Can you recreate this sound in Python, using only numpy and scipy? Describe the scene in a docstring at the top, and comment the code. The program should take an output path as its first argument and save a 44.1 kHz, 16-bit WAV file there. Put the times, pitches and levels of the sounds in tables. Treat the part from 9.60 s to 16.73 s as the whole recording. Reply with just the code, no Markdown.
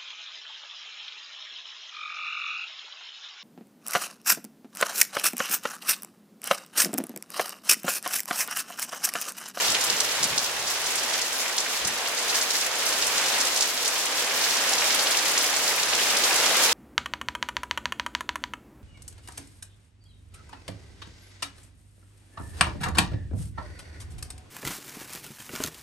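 """Heavy rain under the eaves

Heavy rain on a garden, heard from under a roof edge on a small stereo camera. Far drops merge into a wash
of filtered noise; nearer ones patter on leaves as thousands of coloured ticks. Drops from the eaves smack
on wet ground as short pulses, with a spray of noise and a quick echo off the house wall. Moving air and a
few soft bumps are low noise."""
import sys
import numpy as np
from scipy import signal
from scipy.fft import rfft, irfft, next_fast_len
from scipy.io import wavfile
from scipy.ndimage import uniform_filter1d

SR = 44100
rng = np.random.default_rng(int(sys.argv[2]) if len(sys.argv) > 2 else 0)


def store_pcm(level_fs):
    """Save levels as 16-bit WAV."""
    pcm = np.round(np.clip(level_fs, -1, 1) * 32767).astype(np.int16)
    wavfile.write(sys.argv[1], SR, np.atleast_2d(pcm).T)


N = 314433
TIME = np.arange(N) / SR
PORT_GAP_S = .00017  # longest travel time from one microphone port to the other
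WALL_ECHO_S = .00343  # usual delay of the wall echo
MID_SIDE = np.array([[1], [-1]])  # sign of the side signal at the left and right port


def undb(db):
    """Decibels to gain."""
    return 10 ** (np.asarray(db) / 20)


def unit(x):
    """Scale to rms 1."""
    return x / np.sqrt(np.mean(x ** 2))


def curve(table):
    """Value at every sample, drawn straight between the (s, value) rows of a table."""
    s, value = np.transpose(table)
    return np.interp(TIME, s, value)


def colour(points, hz):
    """Gain of a (Hz, dB) spectrum at the given frequencies."""
    f, db = np.transpose(points)
    return undb(np.interp(np.log(hz + 1), np.log(f), db))


def spectrum_of(x):
    """Frequencies and spectrum of a whole signal."""
    size = next_fast_len(N, real=True)
    return np.fft.rfftfreq(size, 1 / SR), rfft(x, size)


def tint(x, points):
    """Filter with a (Hz, dB) spectrum."""
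    hz, spec = spectrum_of(x)
    return irfft(spec * colour(points, hz))[..., :N]


def walk(rate_hz):
    """Smooth random wander with a spread near 1, taking a new step rate_hz times a second."""
    hold = max(int(SR / rate_hz), 1)
    steps = np.repeat(rng.standard_normal(N // hold + 1), hold)[:N]
    smooth = uniform_filter1d(uniform_filter1d(steps, hold), hold)
    return 1.3 * smooth  # smoothing shrinks the spread


def wash(flicker_db, count=9):
    """Far rain from all round: alike at both ports in the bass, each octave wavering as sheets of rain pass."""
    # Colour of the far rain. Each row: frequency in Hz, relative level in dB.
    wash_colour = [(25, -48), (70, -24), (150, -18.5), (270, -7.5), (380, -5.5), (475, -1), (650, -1),
                   (825, 0), (1200, -1), (1700, 0), (3000, -1), (5300, -4.5), (7400, -7.5), (9000, -12.5),
                   (15500, -23)]
    # How alike far rain arrives at the two ports. 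Each row: frequency in Hz, correlation from -1 to 1.
    likeness = [(60, 1), (280, 0.99), (640, 0.89), (1600, 0.6), (2400, 0.16), (3500, 0.12), (6500, -0.2),
                (9000, -0.034), (10600, 1), (13500, -0.66)]
    hz, (mid, side) = spectrum_of(rng.standard_normal((2, N)))
    alike = np.clip(np.interp(hz, *np.transpose(likeness)), -1, 1)
    ports = mid * np.sqrt(1 + alike) + MID_SIDE * side * np.sqrt(1 - alike)
    ports = ports * colour(wash_colour, hz)
    octave = np.clip(np.log2((hz + 1) / 62.5), 0, count - 1)
    out = 0
    for k in range(count):
        overlap = np.maximum(1 - abs(octave - k), 0)  # neighbouring bands crossfade
        band = irfft(ports * overlap)[:, :N]
        out = out + band * undb(flicker_db * walk(14))
    return unit(out)


def patter(per_s, spread_db, flurry_db, wall_db):
    """Thousands of tiny ticks on leaves and tiles, each from its own direction, most of them weak."""
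    # Colour of the ticks. Each row: frequency in Hz, relative level in dB.
    tick_colour = [(1000, -21), (2000, -6.5), (3500, -1), (5300, 3.5), (7400, 0.5), (9300, -5), (12000, -5),
                   (15500, -12)]
    when, size, side, sign, path = rng.random((int(per_s * N / SR), 5)).T
    at = (when * N).astype(int)
    rarity = np.minimum(-np.log(1 - size), 4.5)  # loud ticks are rare, and capped
    push = undb(spread_db * rarity) * np.sign(sign - .5)
    lag = np.round((2 * side - 1) * PORT_GAP_S * SR).astype(int)
    wall = (WALL_ECHO_S * SR * (1 - path ** 2 / 2)).astype(int)  # slanting paths return sooner
    ticks = []
    for arrival in (at, at + lag):
        direct = np.bincount(arrival % N, push, N)
        echo = np.bincount((arrival + wall) % N, push, N)
        ticks.append(direct + undb(wall_db) * echo)
    return unit(tint(np.array(ticks), tick_colour)) * undb(flurry_db * walk(25.02))


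def draught(side_db, flutter_db):
    """Soft low buffeting of moving air, partly different at the two ports."""
    # Colour of the buffeting. Each row: frequency in Hz, relative level in dB.
    buffet_colour = [(20, -23), (45, -5), (70, 0.5), (130, -1.5), (220, -5), (400, -20)]
    mid, side = tint(rng.standard_normal((2, N)), buffet_colour)
    return unit(mid + undb(side_db) * side * MID_SIDE) * undb(flutter_db * walk(46))


def small_drips(rain_db, per_s, above_db, spread_db, centre_hz, octaves, spray_db):
    """Rows for lighter drops: each falls at a random moment of its turn, louder as the rain swells."""
    count = int(per_s * N / SR)
    when, size, pitch = rng.random((count, 3)).T
    s = (np.arange(count) + when) / count * N / SR
    peak_db = np.interp(s, TIME, rain_db) + above_db + spread_db * size
    centres = centre_hz * 2 ** (octaves * (2 * pitch - 1))
    return np.transpose([s, peak_db, centres, peak_db + spray_db])


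def splashes(rows, octaves, lag_s, right_db, echo_db, echo_bright, spray_s, spray_grain, spray_bright, size=2048):
    """Each drop smacks for about one cycle, the wall returns it, and thrown droplets land around it."""
    s, peak_db, centre, spray_db = np.transpose(rows)[:, :, None]
    hz, t = np.fft.rfftfreq(size, 1 / SR) + 1, np.arange(size) / SR
    lead = .001  # seconds of room ahead of each pulse
    place = rng.standard_normal((len(rows), 4)).T[:, :, None]

    def smack(centre):
        """Spectrum of a short pulse: a bell on the octave scale, scaled for a peak near 1 in time."""
        bell = np.exp(-(np.log2(hz / centre) / octaves) ** 2 / 2)
        phase = np.exp(1j * place[3])  # no two drops push alike
        return bell / bell.mean(axis=1, keepdims=True) * phase

    def late(delay):
        """The turn of phase that a delay gives."""
        return np.exp(-2j * np.pi * hz * (lead + delay))

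    # the echo meets the ports more squarely, so it is the brighter of the two
    direct = smack(centre / np.sqrt(echo_bright))
    echo = undb(echo_db) * smack(centre * np.sqrt(echo_bright))
    wall_s = WALL_ECHO_S + 0.000168 * place[0]  # the path depends on where the drop lands
    age = np.maximum(t - lead, 0)
    cloud = (1 - np.exp(-age / 0.0021)) * np.exp(-age / spray_s) * (1 - t / t[-1])
    starts = np.clip((s[:, 0] - lead) * SR, 0, N).astype(int)
    out = np.zeros((2, N + 2 * size))
    for ear, side in enumerate((1, -1)):
        # the drip line lies to the right, so the left port hears it later and weaker
        hit = direct * late(side * lag_s * (1 + 0.23 * place[1]) / 2)
        hit = hit + echo * late(wall_s + side * lag_s * (.5 + 0.31 * place[2]) / 2)
        noise = rng.standard_normal((len(rows), size))
        grains = np.sign(noise) * abs(noise) ** spray_grain  # a power above 1 makes noise spikier
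        droplets = irfft(rfft(grains * cloud) * smack(centre * spray_bright))
        droplets = droplets / droplets[:, :size // 4].std(axis=1, keepdims=True)
        sounds = undb(peak_db - side * right_db / 2) * irfft(hit) + undb(spray_db) * droplets
        for start, sound in zip(starts, sounds):
            out[ear, start:start + size] += sound
    return out[:, :N]


def bumps(octaves, side_db, size=16384):
    """Dull thuds, as of a hand on the camera: low bands of noise that die away quickly."""
    # Each row: start in seconds, level in dB before the fade, centre in Hz, fading time in seconds.
    thuds = [(0.069, -44, 140, 0.067), (0.27, -43, 155, 0.1), (.605, -37, 187, 0.06),
             (0.701, -45, 131, 0.075), (.995, -48, 75, .04), (2.211, -50, 50, 0.11),
             (2.245, -43, 145, 0.057), (3.62, -60, 70, .06), (6.272, -49, 75, 0.08), (6.48, -53, 75, .04)]
    hz, age = np.fft.rfftfreq(size, 1 / SR) + 1, np.arange(size) / SR
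    out = np.zeros((2, N + size))
    for s, db, centre, fade_s in thuds:
        bell = np.exp(-(np.log2(hz / centre) / octaves) ** 2 / 2)
        mid, side = irfft(rfft(rng.standard_normal((2, size))) * bell)
        shape = (1 - np.exp(-age / 0.0046)) * np.exp(-age / fade_s)
        rumble = unit(mid + undb(side_db) * side * MID_SIDE)
        start = int(s * SR)
        out[:, start:start + size] += undb(db) * shape * rumble
    return out[:, :N]


def fat_drips(spray_db, growth):
    """Rows for the fattest drops from the eaves: the harder the smack, the more spray it throws."""
    # Each row: start in seconds, nominal peak of the smack in dB, middle of smack and echo in Hz.
    fat_drops = [(0.0799, -9.5, 4370), (0.1011, -9, 5900), (0.1488, -6.5, 3500), (0.2398, -6, 7600),
                 (0.3004, -3.5, 5200), (0.4037, -2, 5840), (0.63, -3, 5800), (0.6384, -16, 5300),
                 (0.6414, -5, 6960), (0.7799, -2, 5150), (0.8425, -18, 5500), (1.0757, -14, 5460),
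                 (1.261, -13, 6100), (1.3545, -9.5, 6860), (1.381, -12, 5400), (1.5373, -10.5, 5000),
                 (1.6166, -8, 5500), (1.9818, -4, 5030), (2.003, -11, 6400), (2.249, -9, 5840),
                 (2.2729, -7.5, 7240), (2.5764, -14, 5300), (2.6951, -11, 4830), (2.7543, -8, 5500),
                 (2.8134, -6.5, 5500), (2.9064, -7, 5300), (3.0103, -11, 5430), (3.2645, -7, 6100),
                 (3.424, -7, 5240), (3.4667, -7, 7550), (3.5794, -7, 5530), (3.8022, -8, 6300),
                 (3.8102, -7.5, 5400), (3.87, -13, 5900), (3.9622, -7, 5960), (3.9735, -9, 6100),
                 (4.009, -2, 5870), (4.024, -4, 5500), (4.2567, -9.5, 4500), (4.2782, -6, 7060),
                 (4.8402, -9, 4600), (4.937, -15, 4970), (5.1335, -6, 5300), (5.3049, -8, 4500),
                 (5.3448, -7.5, 7900), (5.3928, -6.5, 4660), (5.5089, -9, 7300), (5.571, -5.5, 5230),
                 (5.7776, -2.5, 5760), (5.9645, -7, 6660), (6.332, -9, 3730), (6.6381, -6, 4800),
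                 (6.8609, -6.5, 5000)]
    s, peak_db, centre_hz = np.transpose(fat_drops)
    return np.transpose([s, peak_db, centre_hz, spray_db + growth * peak_db])


def scene():
    """Wash, patter, eaves drips, moving air and bumps."""
    # Loudness of the rain wash and of the taps on broad leaves; it dips just after the loudest drips and swells
    # back. Each row: time in seconds, level in dB before layer trims.
    rain_db = curve([(0.0, -29), (0.45, -31.5), (0.62, -31.5), (0.88, -34), (1.55, -31.5), (1.68, -34),
                     (2.35, -33), (2.75, -31), (3.1, -32), (3.78, -29), (4.08, -33), (4.65, -30.5),
                     (5.25, -28), (6.1, -29.5), (6.95, -25.5), (7.13, -25.5)])
    # Rain on the nearest leaves, driving patter and light drops.
    # Each row: time in seconds, level in dB before layer trims.
    near_db = curve([(0.0, -25.9), (0.5, -31), (1.0, -33), (1.5, -31.4), (2.35, -34), (2.75, -29.4),
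                     (3.8, -28.1), (4.55, -30), (5.3, -27), (6.15, -28), (6.9, -24.5), (7.13, -25.5)])
    # Air on the microphone. Each row: time in seconds, level in dB.
    air_db = curve([(0, -58), (.75, -52), (1.4, -56), (1.7, -61.5), (2.9, -68), (3.45, -54), (4.2, -69),
                    (6.3, -58), (7.13, -61)])
    wash_trim_db, patter_trim_db = 3, -1.5
    far = wash(flicker_db=0.73) * undb(rain_db + wash_trim_db)
    leaves = patter(per_s=4200, spread_db=3.5, flurry_db=2.05, wall_db=-3.0) * undb(near_db + patter_trim_db)
    air = draught(side_db=-4, flutter_db=.8) * undb(air_db)
    thuds = bumps(octaves=0.84, side_db=-13)
    # the eaves drip all the time, and fine drops fall between
    eaves = small_drips(near_db, per_s=14, above_db=13.5, spread_db=6.0,
                        centre_hz=5760, octaves=0.36, spray_db=-21.5)
    light = small_drips(near_db, per_s=20, above_db=8.0, spread_db=9,
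                        centre_hz=7260, octaves=0.51, spray_db=-23.5)
    # drops on broad leaves sound lower
    taps = small_drips(rain_db, per_s=14, above_db=6, spread_db=7.5,
                       centre_hz=2700, octaves=.5, spray_db=-14)
    # spray_db is for a full-scale smack, growth is dB of spray per dB of smack
    fat = fat_drips(spray_db=-26.5, growth=0.28)
    drops = splashes(np.vstack([fat, eaves, light, taps]), octaves=.48, lag_s=.00006, right_db=1.0,
                     echo_db=1.6, echo_bright=1.27, spray_s=.026, spray_grain=1.9, spray_bright=0.96)
    return far + leaves + drops + air + thuds


def record(dry):
    """Each port has its own colour; the camera rounds peaks near full scale and cuts the top."""
    # The ports hear unequally. Each row: frequency in Hz, left minus right level in dB.
    port_balance = [(60, 1.5), (200, 0), (1100, 0), (2800, -2.5), (4100, 0.5), (5300, -2), (6800, -1.1),
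                    (8000, 0), (9300, 5), (10500, 5.5), (13000, 0.5), (15000, 1)]
    top_hz = 15900
    hz, spec = spectrum_of(dry)
    tilt = np.sqrt(colour(port_balance, hz))  # half the difference to each port
    heard = irfft(spec * np.array([tilt, 1 / tilt]))[:, :N]
    heard = heard / (1 + (heard / .95) ** 6) ** (1 / 6)
    steep_cut = signal.ellip(10, .1, 80, top_hz, fs=SR, output="sos")
    return signal.sosfilt(steep_cut, heard)


dry = scene()
out = record(dry)
store_pcm(out)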